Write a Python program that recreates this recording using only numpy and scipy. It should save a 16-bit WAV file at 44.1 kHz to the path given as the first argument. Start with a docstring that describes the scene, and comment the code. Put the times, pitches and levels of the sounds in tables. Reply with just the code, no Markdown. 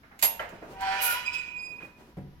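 """A hand opens a wire pet cage in a small room. The spring latch clacks and rings (0.2 s); the door
clanks loose (0.4 s); the cage floor booms after both. Wire drags on wire: the door scrapes, creaks
and groans by stick-slip (from 0.8 s), then briefly screeches (1.0 s). The hinge squeaks (1.25 s),
first chattering, then a wavering whistle. A soft thump, as on the hollow plastic base, follows (2.2 s).
Room air, hand rustle and low rumble throughout."""
import sys
import numpy as np
from scipy import signal
from scipy.fft import rfft, irfft, next_fast_len
from scipy.io import wavfile
from scipy.ndimage import map_coordinates

SR = 44100
rng = np.random.default_rng(int(sys.argv[2]) if len(sys.argv) > 2 else 0)


def wav_record(signal):
    """Record a signal, one row per channel, as 16-bit PCM in the file named by sys.argv[1]."""
    frames = np.transpose(np.atleast_2d(signal))
    bounded = np.clip(frames, -1, 1)
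    # unit amplitude maps onto the largest positive 16-bit level
    quanta = np.round(bounded * 32767).astype(np.int16)
    wavfile.write(sys.argv[1], SR, quanta)


N = 105840
T = np.arange(N) / SR


# bolt contacts (time [s], crack level [dB], ring level [dB])
LATCH_HITS = [(0.19, -39.5, -72), (0.214, -38, -55), (0.2246, -17.5, -20.5), (0.237, -33.5, -35.5),
              (.248, -29.5, -31), (0.489, -51, -82), (0.807, -41.5, -72)]
# latch steel modes (frequency [Hz], gain [dB], t60 [s])
LATCH_MODES = [(916, -27.5, 1), (2084, -19.5, 0.21), (2745, -24, 0.494), (4720, -6, .08),
               (7570, -6.5, 0.095), (10380, -6.5, 0.13), (11434, 2.5, 0.24), (11530, -3, 0.19),
               (15230, -22, 0.27)]
# contact noise spectrum (frequency [Hz], gain [dB])
CRACK_SPECTRUM = [(200, -45), (640, -17), (1300, -17), (2200, -8), (3300, -12.5), (5800, -15), (7500, -11),
                  (9100, -21.5), (11400, -13.5), (15500, -20)]

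def latch():
    """The bolt ticks, snaps home and rattles; its steel rings, the cage jangles."""
    envelope = strikes([(s, db) for s, db, _ in LATCH_HITS], t60_s=0.092, attack_s=0.002)
    crack = envelope * noise(CRACK_SPECTRUM)
    steel = ring(LATCH_MODES, [(s, db) for s, _, db in LATCH_HITS], attack_s=0.0024)
    return room(jangle(crack, ring_db=-12), wet_db=-10.5) + room(steel, wet_db=-23.5)


# main hinge mode (time [s], pitch [Hz], level [dB], roughness [0-1])
SQUEAK_TRACK = [(1.25, 2506, -56, 0.3), (1.264, 2500, -30.5, 0.1), (1.289, 2480, -34.5, 0.84),
                (1.32, 2523, -45, 0.5), (1.335, 2537, -32, 0.62), (1.399, 2503, -35, 0.37),
                (1.426, 2488, -41, 0.73), (1.531, 2485, -47, 0.72), (1.567, 2463, -35, 0.24),
                (1.742, 2474, -43.5, 0.02), (1.842, 2459, -46.5, 0.3), (1.898, 2472, -58.5, 0.1),
                (1.944, 2469, -53.5, 0.2), (2.06, 2478, -80, 0.3)]
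# hinge overtones (multiple [1], gain [dB])
SQUEAK_OVERTONES = [(2, -15.5), (3, -23.5), (4, -29.5)]
# overtone envelope (time [s], gain [dB])
OVERTONE_ENV = [(1.25, 0.5), (1.45, -1), (1.54, -15), (1.66, 3), (1.76, -16.5)]
# lower hinge mode (time [s], level [dB])
LOW_SQUEAK_ENV = [(1.255, -58), (1.282, -31), (1.32, -40.5), (1.51, -51.5), (1.56, -66)]
# hinge catches (time [s], level [dB])
CATCH_HITS = [(1.262, -47), (1.331, -39)]
# catch spectrum (frequency [Hz], gain [dB])
CATCH_SPECTRUM = [(1500, -24), (3100, -1.5), (4500, -9), (6300, -13), (15000, -24)]

def squeak():
    """The hinge catches and chatters, two modes beating, then fades as a wavering whistle."""
    chatter_hz, chatter_depth, stutter_db = 150.5, 0.42, 4
    s, hz, db, rough = np.transpose(SQUEAK_TRACK)
    pitch_hz, rough = np.interp(T, s, hz), np.interp(T, s, rough)
    chatter = phase_of(chatter_hz + 20 * wobble(40))
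    phase = phase_of(pitch_hz + 5 * wobble(30.1))
    phase += rough * (0.7 * wobble(350) + 0.28 * np.sin(chatter))
    flutter = 1 - chatter_depth * rough * np.cos(chatter)
    flutter *= amp((1.5 + stutter_db * rough) * wobble(110))
    overtones = sum(amp(gain_db + 4.5 * wobble(50)) * tone(k * phase, k * hz[0])
                    for k, gain_db in SQUEAK_OVERTONES)
    envelope = amp(1) * level(np.transpose([s, db]))
    whistle = envelope * (flutter * tone(phase, hz[0]) + level(OVERTONE_ENV) * overtones)
    lower = singing_wire(LOW_SQUEAK_ENV, 2364, [(1, 0)], gain_db=-1.5, drift_hz=12.7, rough=0.37)
    catches = strikes(CATCH_HITS, t60_s=0.21, attack_s=0.006)
    catches = catches * spread(slips(1200, scatter_db=1), colour(CATCH_SPECTRUM))
    return room(whistle + lower + catches, wet_db=-11.5)


# wire rubbing (time [s], level [dB])
SCRAPE_ENV = [(.48, -64), (.71, -70), (.8, -60.5), (.83, -47), (.9, -46), (1.02, -36.5), (1.15, -37),
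              (1.23, -50.5), (1.35, -48.5), (1.5, -60), (1.75, -87.5)]
# slip spectrum (frequency [Hz], gain [dB])
RASP_SPECTRUM = [(300, -19.5), (600, -7), (1100, -17), (1700, -7), (3000, -7.5), (4200, -14), (7000, -21),
                 (15000, -44)]
# door wire resonances (frequency [Hz], width [Hz], gain [dB])
DOOR_MODES = [(973, 10.4, 6.5), (1224, 10, -2.5), (1448, 42, 3), (1489, 19, 4), (1958, 25, -5.5),
              (2451, 130, 2.5), (2920, 39, 0), (3193, 20.8, -2.5)]

def scrape():
    """Wire drags on wire: dense slips rasp and excite the door's resonances."""
    rate_per_s, envelope = 1500, level(SCRAPE_ENV)
    rasp = amp(-3.5) * envelope * spread(slips(rate_per_s, scatter_db=-3.5), colour(RASP_SPECTRUM))
    body = amp(3.5) * envelope * spread(slips(rate_per_s, scatter_db=4.5), resonances(DOOR_MODES))
    return room(jangle(rasp, ring_db=-0.5) + body, wet_db=-5.5)


# regular stick-slip (time [s], level [dB])
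CREAK_ENV = [(.76, -77), (.8, -46), (.83, -34.5), (.94, -32), (1.04, -50), (1.1, -61.5)]
# door rattle spectrum (frequency [Hz], gain [dB])
RATTLE_SPECTRUM = [(200, -16.5), (400, -16.5), (650, 1), (1200, 0), (1600, 0.5), (2200, -6), (3000, -10),
                   (4300, -10), (7000, -22.5), (15000, -34.5)]
# wires tuned to the slip rate (multiple [1], gain [dB])
CREAK_HARMONICS = [(8, -1.5), (9, -5), (12, -18), (16, -8), (18, -18), (22, -14), (28, -19)]

def creak():
    """Steady stick-slip: each slip rattles the door; wires sing at multiples of the rate."""
    slip_hz, jitter_s, t60_s = 195.3, 0.00002, 0.072
    count = int(slip_hz * N / SR) - 3
    times_s = np.arange(1, count + 1) / slip_hz + jitter_s * rng.standard_normal(count)
    sizes = amp(2 * rng.standard_normal(count))
    pulses = np.bincount(np.round(times_s * SR).astype(int), sizes, N)[:N]
    burst = rng.standard_normal((2, N)) * amp(-60 * T / t60_s)
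    rattle = amp(-6) * level(CREAK_ENV) * spread(convolve(pulses[None], burst), colour(RATTLE_SPECTRUM))
    wires = singing_wire(CREAK_ENV, slip_hz, CREAK_HARMONICS, gain_db=-7, drift_hz=0.91, rough=0.079)
    return room(rattle + wires, wet_db=-6.5)


# low wire (time [s], level [dB])
LOW_WIRE_ENV = [(.72, -58.5), (.78, -47), (.83, -36.5), (.895, -32), (.945, -33.5), (.98, -48), (1.06, -42),
                (1.22, -76)]
# low wire partials (multiple [1], gain [dB])
LOW_WIRE_PARTIALS = [(1, 0), (2, -10)]
# long bar, singing on (time [s], level [dB])
LONG_BAR_ENV = [(.72, -57), (.81, -36), (.95, -40), (1.06, -38), (1.2, -42), (1.55, -57), (2.4, -71.5)]
# long bar tightening, then relaxing (time [s], pitch [Hz])
LONG_BAR_PITCH = [(.74, 963), (1.12, 977), (1.2, 997), (1.26, 972)]
# short bar (time [s], level [dB])
SHORT_BAR_ENV = [(1.0, -68), (1.07, -37), (1.11, -29), (1.15, -35), (1.18, -55), (1.5, -72)]

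def groan():
    """Three wires sing by friction as the door is pulled round."""
    bar_hz = np.interp(T, *np.transpose(LONG_BAR_PITCH))
    low_wire = singing_wire(LOW_WIRE_ENV, 775, LOW_WIRE_PARTIALS, gain_db=1.5, drift_hz=3.7, rough=0.18)
    long_bar = singing_wire(LONG_BAR_ENV, bar_hz, [(1, 0.5), (2, -10), (3, -19)],
                            gain_db=-4, drift_hz=4, rough=0.45)
    short_bar = singing_wire(SHORT_BAR_ENV, 1429, [(1, 0.5), (2, -18)],
                             gain_db=0, drift_hz=9.8, rough=0.15)
    return room(low_wire + long_bar + short_bar, wet_db=-13)


# steel biting (time [s], level [dB])
SCREECH_ENV = [(.995, -67), (1.02, -30), (1.036, -26.5), (1.066, -27.5), (1.085, -35.5), (1.115, -32),
               (1.16, -45), (1.23, -69)]
# fine slip spectrum (frequency [Hz], gain [dB])
GRIT_SPECTRUM = [(2500, -38), (4000, -11.5), (9000, -11.5), (10500, -1), (12000, 2), (14500, -6.5),
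                 (15800, -12)]
# high steel resonances (frequency [Hz], width [Hz], gain [dB])
SHRILL_MODES = [(10775, 50, -1.5), (11540, 77, -2), (11970, 40, -0.5), (11970, 75.9, -2)]

def screech():
    """Bare steel bites briefly: fine, bright slips ring its highest modes."""
    grit = spread(slips(3000, scatter_db=-2), colour(GRIT_SPECTRUM))
    shrill = amp(-7) * spread(slips(3000, scatter_db=-1), resonances(SHRILL_MODES))
    envelope = level(SCREECH_ENV) * amp(0.5 + wobble(120))
    return room(envelope * (grit + shrill), wet_db=-8.5)


# door frame modes (frequency [Hz], gain [dB], t60 [s])
FRAME_MODES = [(1360, 4, 0.094), (1613, 1.5, 0.06), (2013, -1.5, 0.12), (3050, 2, 0.041)]

def clank():
    """The door frame jumps free and hits the bars: a short, hard ring."""
    return room(ring(FRAME_MODES, hits=[(0.3945, -35)], attack_s=0.00083), wet_db=-13.5)


# floor response to latch and clank (time [s], level [dB])
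BOOM_HITS = [(0.229, -31), (0.397, -33.5)]
# cage floor spectrum (frequency [Hz], gain [dB])
BOOM_SPECTRUM = [(360, -19), (580, 0.5), (950, -5), (3000, -49.5)]

def boom():
    """The cage floor answers the two hard blows, slower and lower."""
    return room(strikes(BOOM_HITS, t60_s=0.23, attack_s=0.0026) * noise(BOOM_SPECTRUM), wet_db=-6.5)


# bumps on the cage (time [s], level [dB], tilt [dB/octave])
KNOCK_HITS = [(0.031, -50, -1), (0.109, -48.5, -3), (0.3925, -31, 3), (0.522, -42, -11), (0.618, -37, -9),
              (1.8, -44, 1.5)]
# bump spectrum (frequency [Hz], gain [dB])
KNOCK_SPECTRUM = [(100, -31.5), (440, -9.5), (1440, -2), (2100, -3), (3800, -23), (9000, -44.5)]

def knocks():
    """Hand and door bump dully on the cage frame."""
    bumps = sum(amp(db) * decay(s, t60_s=0.17, attack_s=0.006) * noise(KNOCK_SPECTRUM, tilt)
                for s, db, tilt in KNOCK_HITS)
    return room(bumps, wet_db=-4)


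# blows on the base (time [s], level [dB])
THUMP_HITS = [(2.17, -37), (2.176, -46.5), (2.184, -40), (2.204, -47), (2.331, -53)]
# plastic base modes (frequency [Hz], gain [dB], t60 [s])
BASE_MODES = [(96, 1, 0.086), (143, -3, 0.34), (188.8, 3.5, 0.13), (256.7, -12, 0.44), (719, -14.5, 0.18)]
# soft contact spectrum (frequency [Hz], gain [dB])
THUD_SPECTRUM = [(35, -25.5), (80, 0), (450, 3.5), (1000, -18), (2200, -21), (5000, -42.5)]

def thump():
    """Soft blows thud on the hollow plastic base and ring its low modes."""
    thud = strikes(THUMP_HITS, t60_s=0.048, attack_s=0.0015) * noise(THUD_SPECTRUM)
    body = ring(BASE_MODES, THUMP_HITS, attack_s=0.0015)
    return room(amp(3.5) * thud + amp(-8) * body, wet_db=-6)


# hand movement (time [s], level [dB])
RUSTLE_ENV = [(0, -72), (.38, -65.5), (.46, -49), (.57, -60.5), (.74, -49.5), (1.2, -60.5), (1.84, -55),
              (2.1, -57.5)]
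# hand rustle spectrum (frequency [Hz], gain [dB])
RUSTLE_SPECTRUM = [(50, -27.5), (140, -3.5), (420, -4.5), (3800, -27), (12000, -35.5)]
# handling rumble (time [s], level [dB])
RUMBLE_ENV = [(0, -70), (.8, -53), (1.1, -60.5), (2.0, -65.5), (2.4, -51.5)]
# room air spectrum (frequency [Hz], gain [dB])
AIR_SPECTRUM = [(25, -11.5), (75, -5), (230, -2), (600, -21), (1400, -16), (2500, -21.5), (5700, -27),
                (8400, -42.5), (11800, -28), (15500, -40)]

def background():
    """The hand shifting on the cage, low handling rumble, room air."""
    rustle = amp(-2 + 3.4 * wobble(25)) * level(RUSTLE_ENV) * noise(RUSTLE_SPECTRUM)
    rumble_spectrum = [(15, -11.5), (45, -5.5), (70, -4.5), (140, -21.5), (500, -77)]
    rumble = amp(-0.5) * level(RUMBLE_ENV) * noise(rumble_spectrum)
    return rustle + rumble + amp(-60.5) * noise(AIR_SPECTRUM)


def singing_wire(envelope, hz, partials, gain_db, drift_hz, rough):
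    """Friction holds a wire at its own pitch, with jitter and flutter."""
    phase = phase_of(hz + drift_hz * wobble(34.9)) + 0.78 * rough * wobble(220)
    voice = sum(amp(db) * tone(k * phase, k * np.mean(hz)) * (1 + rough * wobble(59.98))
                for k, db in partials)
    return amp(gain_db) * level(envelope) * voice


def ring(modes, hits, attack_s):
    """Struck modes: decaying sines with slight phase wobble."""
    return sum(tone(2 * np.pi * (hz * T + rng.random()) + 0.45 * wobble(50), hz)
               * amp(db) * strikes(hits, t60_s, attack_s) for hz, db, t60_s in modes)


def slips(rate_per_s, scatter_db):
    """Two trains of irregular stick-slip impulses."""
    size = amp(scatter_db * (2 * rng.random((2, N)) - 1))
    return (rng.random((2, N)) < rate_per_s / SR) * size * rng.choice([-1, 1], (2, N))


def jangle(x, ring_db, mean_gap_hz=168.7, t60_s=0.18):
    """Add the cage's many wires ringing in sympathy, each at its own pitch."""
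    wires = rng.random(N // 2 + 1) < SR / N / mean_gap_hz
    phasors = np.exp(2j * np.pi * rng.random((2, N // 2 + 1)))
    tail = irfft(wires * phasors, N) * amp(-60 * T / t60_s)
    tail = spread(tail, lambda hz: (hz > 1000) * (hz < 13000)) / np.sqrt(N)
    return x + amp(ring_db) * convolve(x, tail)


# room decay (frequency [Hz], t60 [s])
ROOM_T60 = [(1000, 0.55), (3000, 0.48), (15000, 0.24)]

def room(x, wet_db):
    """Add a small-room tail; treble dies first."""
    hz, t, bins = signal.stft(rng.standard_normal((2, N)), SR, nperseg=256)
    fade = amp(-60 * t / along(ROOM_T60, hz)[:, None])
    tail = signal.istft(bins * fade, SR, nperseg=256)[1][:, :N]
    tail = spread(tail * (1 - np.exp(-T / 0.0032)), np.ones_like) / np.sqrt(N)
    return x + amp(wet_db) * convolve(x, tail)


# left-right likeness (frequency [Hz], correlation [1])
COHERENCE = [(60, 0.88), (300, 0.94), (700, 0.66), (1400, 0.01)]

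def stereo_angle(hz):
    """Half the phase gap between the ears, in radians."""
    return np.arccos(along(COHERENCE, hz)) / 2


def spread(pair, response):
    """Colour two unrelated signals; blend to stereo, rms 1."""
    blend = lambda hz: [np.cos(stereo_angle(hz)), np.sin(stereo_angle(hz))]
    mid, side = filtered(pair, lambda hz: response(hz) * blend(hz))
    return unit(np.array([mid + side, mid - side]))


def tone(phase, hz):
    """Stereo sine, rms 1; wider when high."""
    angle = stereo_angle(hz)
    return np.sqrt(2) * np.sin(phase + np.array([[angle], [-angle]]))


def noise(spectrum, tilt_db_per_oct=0):
    """Coloured stereo noise, rms 1."""
    tilt_db = lambda hz: tilt_db_per_oct * np.log2(np.maximum(hz, 200) / 1000)
    return spread(rng.standard_normal((2, N)), lambda hz: amp(along(spectrum, hz) + tilt_db(hz)))


def colour(spectrum):
    """Response through (frequency [Hz], gain [dB]) points."""
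    return lambda hz: amp(along(spectrum, hz))


def resonances(modes):
    """Response of parallel resonators, alternating in sign."""
    return lambda hz: sum((-1) ** k * amp(db) * 1j * hz * width / (centre**2 - hz**2 + 1j * hz * width)
                          for k, (centre, width, db) in enumerate(modes))


def decay(s, t60_s, attack_s):
    """Envelope of a blow at time s."""
    age_s = np.maximum(T - s, 0)
    return amp(-60 * age_s / t60_s) * (1 - np.exp(-age_s / attack_s))


def strikes(hits, t60_s, attack_s):
    """Summed envelope of (time [s], level [dB]) blows."""
    return sum(amp(db) * decay(s, t60_s, attack_s) for s, db in hits)


def level(rows):
    """Gain through (time [s], level [dB]) rows, fading beyond the ends."""
    s, db = np.transpose(rows)
    outside_s = np.maximum(s[0] - T, 0) + np.maximum(T - s[-1], 0)
    return amp(np.interp(T, s, db) - 230 * outside_s)


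def wobble(knots_per_s):
    """Smooth random curve."""
    return map_coordinates(rng.standard_normal(4096), [T * knots_per_s], mode="wrap")


def phase_of(hz):
    """Running phase in radians."""
    return 2 * np.pi * np.cumsum(hz) / SR


def along(points, hz):
    """Interpolate on a log frequency axis."""
    knots_hz, values = np.transpose(points)
    return np.interp(np.log(hz + 1), np.log(knots_hz + 1), values)


def filtered(x, response):
    """Apply a frequency response."""
    size = next_fast_len(N + SR // 2)
    return irfft(rfft(x, size) * response(np.fft.rfftfreq(size, 1 / SR)), size)[..., :N]


def convolve(x, tail):
    """Apply an impulse response."""
    return signal.fftconvolve(x, tail, axes=1)[:, :N]


def amp(db):
    """Decibels to gain."""
    return 10 ** (np.asarray(db) / 20)


def unit(x):
    """Scale to rms 1."""
    return x / np.sqrt(np.mean(x ** 2) + 1e-20)


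# door balance (frequency [Hz], left minus right [dB])
DOOR_BALANCE = [(100, 0.5), (600, -0.5), (1300, -1.5), (2400, -8), (8000, -8.5), (15000, -3.5)]

def door_pan(hz):
    """Constant-power ear gains; treble leans right."""
    gap_db = along(DOOR_BALANCE, hz)
    return amp(gap_db * np.array([[.5], [-.5]])) / np.sqrt(np.cosh(gap_db * np.log(10) / 20))


def scene():
    """Panned door sounds, base thump, background."""
    door = latch() + clank() + boom() + knocks() + scrape() + creak() + groan() + screech() + squeak()
    return filtered(door, door_pan) + thump() + background()


def record(dry):
    """Brick-wall low-pass."""
    return filtered(dry, lambda hz: hz < 15950)


dry = scene()
out = record(dry)
wav_record(out)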